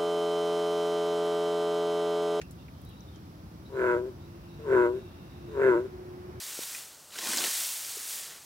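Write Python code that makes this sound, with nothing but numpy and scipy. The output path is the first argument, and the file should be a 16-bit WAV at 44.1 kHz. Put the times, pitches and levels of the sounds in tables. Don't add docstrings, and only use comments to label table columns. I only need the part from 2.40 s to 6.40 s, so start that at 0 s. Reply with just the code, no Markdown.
import sys
import numpy as np
from scipy import signal
from scipy.fft import rfft, irfft
from scipy.io import wavfile
from scipy.ndimage import uniform_filter1d

SR = 44100
rng = np.random.default_rng(int(sys.argv[2]) if len(sys.argv) > 2 else 0)


def materialize(psi):
    bounded = np.clip(np.atleast_2d(psi).T, -1, 1)
    quanta = np.round(bounded * 32767).astype(np.int16)
    wavfile.write(sys.argv[1], SR, quanta)


N = 176400
T = np.arange(N) / SR
HZ = np.fft.rfftfreq(N, 1 / SR)


def amp(db):
    return 10 ** (np.asarray(db) / 20)


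def unit(x):
    return x / np.sqrt(np.mean(x ** 2) + 1e-20)


def curve(points, hz):
    f, value = np.transpose(points)
    return np.interp(np.log(hz + 1), np.log(f + 1), value)


def filtered(x, gain):
    return irfft(rfft(x) * gain, x.shape[-1])


def add(mix, start_s, sound):
    part = mix[..., max(round(start_s * SR), 0):][..., :sound.shape[-1]]
    part += sound[..., :part.shape[-1]]


def drift(size, rate_hz):
    return unit(filtered(rng.standard_normal(N), np.exp(-(HZ / rate_hz) ** 2)))[:size]


def ear_gains(balance):
    return amp(np.outer([.5, -.5], curve(balance, HZ)))


def left_leads(x, lead_s):
    return filtered(x, np.exp(2j * np.pi * np.outer([.5, -.5], HZ) * lead_s))


def reverb(x, decay):
    taps = rng.standard_normal((2, SR)) * (rng.random((2, SR)) < 3000 / SR)
    taps[:, :60] = 0
    hz, t, bands = signal.stft(taps, SR, nperseg=256)
    tail = signal.istft(bands * amp(-60 * t / curve(decay, hz)[:, None]), SR)[1]
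    tail /= np.linalg.norm(tail, axis=1, keepdims=True)
    return signal.fftconvolve(np.atleast_2d(x), tail, axes=1)[:, :N]


# frequency_hz, coherence
FIELD_COHERENCE = [(50,0.95),(200,1),(500,0.91),(1000,0.23),(2000,0.24),(4000,0.19),(15000,0.064)]
# frequency_hz, left_minus_right_db
FIELD_BALANCE = [(60,0.6),(300,0.2),(1000,-1.5),(4000,-1),(14000,-3.5)]

def diffuse(pair):
    a, b = rfft(pair)
    coherence = curve(FIELD_COHERENCE, HZ)
    right = coherence * a + np.sqrt(1 - coherence ** 2) * b
    return irfft(np.array([a, right]) * ear_gains(FIELD_BALANCE), N)


def diffuse_noise(spectrum):
    return unit(filtered(diffuse(rng.standard_normal((2, N))), amp(curve(spectrum, HZ))))


# frequency_hz, relative_density_db
AIR_SPECTRUM = [(12,-83),(20,-33.5),(35,-25.5),(57,-3.5),(81,1.5),(125,-3),(162,-2),(215,-7.5),(330,-11.5),(443,-20),(750,-21.5),(1300,-25.5),(2100,-34),(3700,-34),(5600,-34),(6700,-41.5),(7900,-44.5),(10000,-42),(11600,-41),(15800,-40.5)]

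def air(level_db=-46.5):
    return diffuse_noise(AIR_SPECTRUM) * amp(level_db)


# frequency_hz, relative_density_db
HISS_SPECTRUM = [(1500,3.5),(3500,3),(5300,-8),(7000,-1.5),(10000,-8),(15500,-12.5)]

def background_hiss(swell):
    return swell * unit(filtered(rng.standard_normal((2, N)), amp(curve(HISS_SPECTRUM, HZ))))


# start_s, end_s, centre_hz, width_hz, level_db
TWITTER_BANDS = [(0,0.952,3520,454,-75),(1.767,3.503,2705,100.6,-69.5),(2.003,3.554,3740,200,-70)]

def twitter(fade_s=0.2):
    out = np.zeros((2, N))
    for start, end, centre_hz, width_hz, db in TWITTER_BANDS:
        band = filtered(rng.standard_normal((2, N)), np.exp(-.5 * ((HZ - centre_hz) / width_hz) ** 2))
        fade = np.clip(np.minimum(T - start, end - T) / fade_s, 0, 1)
        out += amp(db) * unit(band) * fade
    return out


# start_s, length_s, from_hz, to_hz, relative_level_db
BIRD_NOTES = [(0.005,0.055,2700,2735,-62.5),(0.162,0.079,3550,3600,-70),(0.175,0.068,2800,2750,-70),(.34,.08,2900,3400,-76),(0.441,.11,3970,3730,-66),(0.487,.06,3490,2580,-64.5),(0.547,.1,3870,3850,-67),(0.677,0.019,3620,3610,-60.5),(0.712,0.073,3750,2930,-68),(1.249,0.027,3980,3930,-62),(1.322,0.076,3890,4020,-68),(1.782,.1,3680,3880,-71),(2.073,0.1,3690,3960,-70),(2.558,0.24,3730,3520,-71.5),(2.88,0.12,3720,3725,-73)]

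def birds(warble=.035, echo_db=3.5):
    song = np.zeros(N)
    for start, length, from_hz, to_hz, db in BIRD_NOTES:
        size = int(length * SR)
        hz = np.linspace(from_hz, to_hz, size) * (1 + warble * drift(size, 190))
        whistle = np.sin(2 * np.pi * np.cumsum(hz) / SR)
        add(song, start, amp(db) * whistle * signal.windows.tukey(size, .5))
    return 1.1 * song + amp(echo_db) * reverb(song, [(3000, 0.2)])


# time_s, pitch_hz, level_db
EXHAUST_NOTE = [(0,262,-82),(.5,288.6,-69.5),(1,311.4,-60.5),(1.5,329.9,-58.5),(2,342.4,-56.5),(2.5,346.9,-52),(2.85,350.4,-62.5),(3.1,348,-48.5),(3.55,367.3,-47.5),(3.72,360,-47.5),(3.87,361.8,-47),(4,363.4,-49)]
EXHAUST_OVERTONES = [-25.5, -25]
# frequency_hz, relative_density_db
ROAR_SPECTRUM = [(100,-18.5),(330,-1),(700,-4.5),(1200,-8.5),(2500,-17),(6000,-52.5)]

def engine(waver=0.0039, flutter_db=3.0, roar_db=-66, growth_db_per_s=3):
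    times, hz, level_db = np.transpose(EXHAUST_NOTE)
    pitch_hz = np.interp(T, times, hz) * (1 + waver * drift(N, 25.7))
    phase = 2 * np.pi * np.cumsum(pitch_hz) / SR
    note = np.sin(phase) + sum(amp(db) * np.sin(k * phase) for k, db in enumerate(EXHAUST_OVERTONES, 2))
    roar = diffuse_noise(ROAR_SPECTRUM) * amp(roar_db + growth_db_per_s * T)
    return unit(note) * amp(np.interp(T, times, level_db) + flutter_db * drift(N, 39)) + roar


# start_s, centre_hz, width_octaves, level_db, t60_s
SPLASH_TICKS = [(.014,1870,0.35,-40,0.041),(.015,4630,0.69,-45,0.051),(.109,8550,0.7,-51.5,0.074),(.283,2120,.35,-52.5,0.047),(.416,13000,0.56,-50.5,.025),(0.449,12000,0.46,-53.5,0.038),(.49,12000,.6,-57,0.059),(.606,5900,0.13,-52.5,0.026),(0.759,5760,0.24,-54,0.027)]

def splashes(rise_s=0.00058):
    out, t = np.zeros((2, N)), T[:SR // 8]
    hz = np.fft.rfftfreq(len(t), 1 / SR) + 1
    for start, centre_hz, octaves, db, t60 in SPLASH_TICKS:
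        colour = np.exp(-.5 * (np.log2(hz / centre_hz) / octaves) ** 2)
        spray = unit(filtered(rng.standard_normal((2, len(t))), colour))
        add(out, start, spray * np.minimum(t / rise_s, 1) * amp(db - 60 * t / t60))
    return out


# frequency_hz, gain_db
RESONANCES = [(60,-43.5),(120,-29),(245,-22.5),(300,-25.5),(360,0),(400,-0.5),(480,-11),(540,-12),(605,-15.5),(660,-23.5),(730,-40.5),(830,-29.5),(900,-23),(970,-11.5),(1080,-18.5),(1220,-25),(1330,-17),(1450,-15),(1580,-14.5),(1690,-22.5),(1820,-37),(2020,-24),(2150,-28),(2270,-28.5),(2380,-53),(2560,-39),(3100,-60.5),(4200,-78.5),(8000,-87)]
# frequency_hz, tracking_share
PITCH_TRACKING = [(400,0.34),(1000,0.05),(1450,0.94),(2300,0.24)]
REST_HZ = 121

def pulses(cycles, rate_hz, sweep_s_per_khz=0.0017):
    k = np.arange(1, 50)[:, None]
    harmonic_hz = k * REST_HZ
    sweep = sweep_s_per_khz * (harmonic_hz ** 2 / 2000 - harmonic_hz)
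    tuning = (rate_hz / REST_HZ) ** curve(PITCH_TRACKING, harmonic_hz)
    colour = amp(curve(RESONANCES, k * rate_hz / tuning))
    return (colour * np.cos(2 * np.pi * (k * cycles + sweep))).sum(0)


def puffs(cycles, hz, spread_cycles=0.39, highpass_hz=800, gain_db=-4):
    gate = np.exp(-.5 * (((cycles + .5) % 1 - .5) / spread_cycles) ** 2)
    breath = unit(gate * rng.standard_normal(len(cycles)))
    treble = 1 / (1 + (highpass_hz / (hz + 1)) ** 4)
    return filtered(breath, amp(curve(RESONANCES, hz)) * treble) * amp(gain_db) * np.sqrt(SR / REST_HZ) / 2


# boom_db, bellow_db, throat_db, rasp_db
BAND_TRIMS = [-0.67, 0.42, -1.6, 1]

def voice_bands(voice, hz, envelopes_db, crossovers_hz=(445, 800, 1250), weak_db=-54.5):
    lowpasses = [1 / (1 + (hz / top) ** 40) for top in crossovers_hz]
    passbands = np.diff(lowpasses, axis=0, prepend=0, append=1)
    bands = []
    for passband, envelope_db, trim_db in zip(passbands, envelopes_db, BAND_TRIMS):
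        band = filtered(voice, passband)
        power = uniform_filter1d(uniform_filter1d(band ** 2, size=1060), size=720)
        db = envelope_db + trim_db
        db += .3 * np.minimum(db - weak_db, 0)
        bands.append(band / np.sqrt(abs(power) + 1e-12) * amp(db))
    return bands


def croak(rows, jitter=0.016, shimmer=0.043, limp_cycles=0.02, limp_depth=0.14, hiss_db=-54):
    times, rates, *levels = np.transpose(rows)
    t = T[(T > times[0] - .02) & (T < times[-1] + .02)]
    size, rate_hz = len(t), np.interp(t, times, rates)
    hz = np.fft.rfftfreq(size, 1 / SR)
    progress = (t - times[0]) / (times[-1] - times[0])
    gruff = np.clip((0.57 - progress) / 0.23, 0, 1)
    cycles = np.cumsum(rate_hz * (1 + jitter * drift(size, 90))) / SR
    limp = gruff * np.exp(2j * np.pi * cycles / 3)
    cycles += limp_cycles * limp.imag
    voice = pulses(cycles, rate_hz) + puffs(cycles, hz) * (.5 + .5 * gruff)
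    voice *= 1 + limp_depth * limp.real + shimmer * drift(size, 180)
    envelopes_db = [np.interp(t, times, level) for level in levels]
    swell = amp(hiss_db + 0.41 * (envelopes_db[-1] - max(levels[-1])))
    swell *= 1 + 0.29 * np.cos(2 * np.pi * cycles)
    parts = np.array([*voice_bands(voice, hz, envelopes_db), swell])
    return t[0], parts * signal.windows.tukey(size, .1)


# time_s, pulse_rate_hz, boom_db, bellow_db, throat_db, rasp_db
CALLS = [
    [(1.28, 138.1, -63, -68.5, -68, -85), (1.338, 131.7, -38, -47.5, -51.5, -60.5),
     (1.394, 127.3, -27.5, -38.5, -44.5, -41), (1.444, 122.8, -26.5, -31, -37.5, -37),
     (1.502, 122.2, -25, -33, -35.5, -35), (1.54, 120.1, -26.5, -29.5, -38, -39.5),
     (1.578, 119.4, -28, -33.5, -47, -47.5), (1.624, 124.6, -31.5, -44.5, -56, -65.5),
     (1.69, 129.1, -37, -49.5, -59, -64), (1.72, 123.6, -50, -64, -67, -77)],
    [(2.2, 150, -54, -50.5, -63, -64.5), (2.23, 151.2, -47, -58.5, -58.5, -70),
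     (2.26, 143.2, -39.5, -49, -48.5, -59), (2.286, 132.5, -28.5, -42, -46.5, -50),
     (2.328, 131.6, -20.5, -31.5, -40.5, -38), (2.38, 121.9, -19.5, -32.5, -30, -36),
     (2.422, 122.1, -20, -32, -36.5, -38), (2.466, 117.3, -24.5, -30, -36, -41.5),
     (2.51, 122.7, -26.5, -40.5, -49.5, -63), (2.582, 130.4, -34, -53.5, -65, -60.5),
     (2.62, 132, -64, -58, -71, -76)],
    [(3.09, 146.5, -49, -61.5, -67.5, -70), (3.132, 143.6, -44, -56, -56, -61),
     (3.184, 134, -26, -37.5, -42, -49.5), (3.232, 133.5, -22, -33, -41.5, -35),
     (3.286, 129.6, -17.5, -27.5, -37.5, -35), (3.3, 126.1, -18.5, -37.5, -37, -34.5),
     (3.336, 118.7, -22.5, -32.5, -34, -41.5), (3.378, 118.2, -27.5, -33.5, -42.5, -46),
     (3.44, 127, -34.5, -52, -63, -66), (3.46, 130.6, -33.5, -51, -61, -58),
     (3.48, 130.4, -50, -66, -64, -71)],
]
# frequency_hz, left_minus_right_db
FROG_BALANCE = [(120,2),(370,4),(480,2),(700,0.5),(980,13),(1120,-7.5),(1300,14),(1460,-16.5),(1600,-8.5),(1750,4.5),(2150,-3),(2600,19),(6000,-5)]
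# frequency_hz, t60_s
BANK_DECAY = [(100,0.9),(400,0.22),(1000,0.37),(2500,0.083),(10000,0.099)]

def bullfrog(lead_s=0.00014, rocks_db=-9, rocks_t60_s=0.027, banks_db=-18.5):
    parts = np.zeros((5, N))
    for rows in CALLS:
        add(parts, *croak(rows))
    boom, bellow, throat, rasp, background_swell = parts
    voice = boom + bellow + throat + rasp
    direct = left_leads(filtered(voice, ear_gains(FROG_BALANCE)), lead_s)
    rocks = reverb(throat + rasp, [(1000, rocks_t60_s)])
    banks = diffuse(reverb(voice, BANK_DECAY))
    return direct + amp(rocks_db) * rocks + amp(banks_db) * banks, background_swell


def scene():
    frog, swell = bullfrog()
    background = background_hiss(swell) + left_leads(air() + engine(), lead_s=-0.000375)
    return background + birds() + twitter() + splashes() + frog


def record(dry, cutoff_hz=15900):
    lowpass = signal.firwin(511, cutoff_hz, window=("kaiser", 9), fs=SR)
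    return signal.oaconvolve(dry, lowpass[None], "same")


dry = scene()
out = record(dry)
materialize(out)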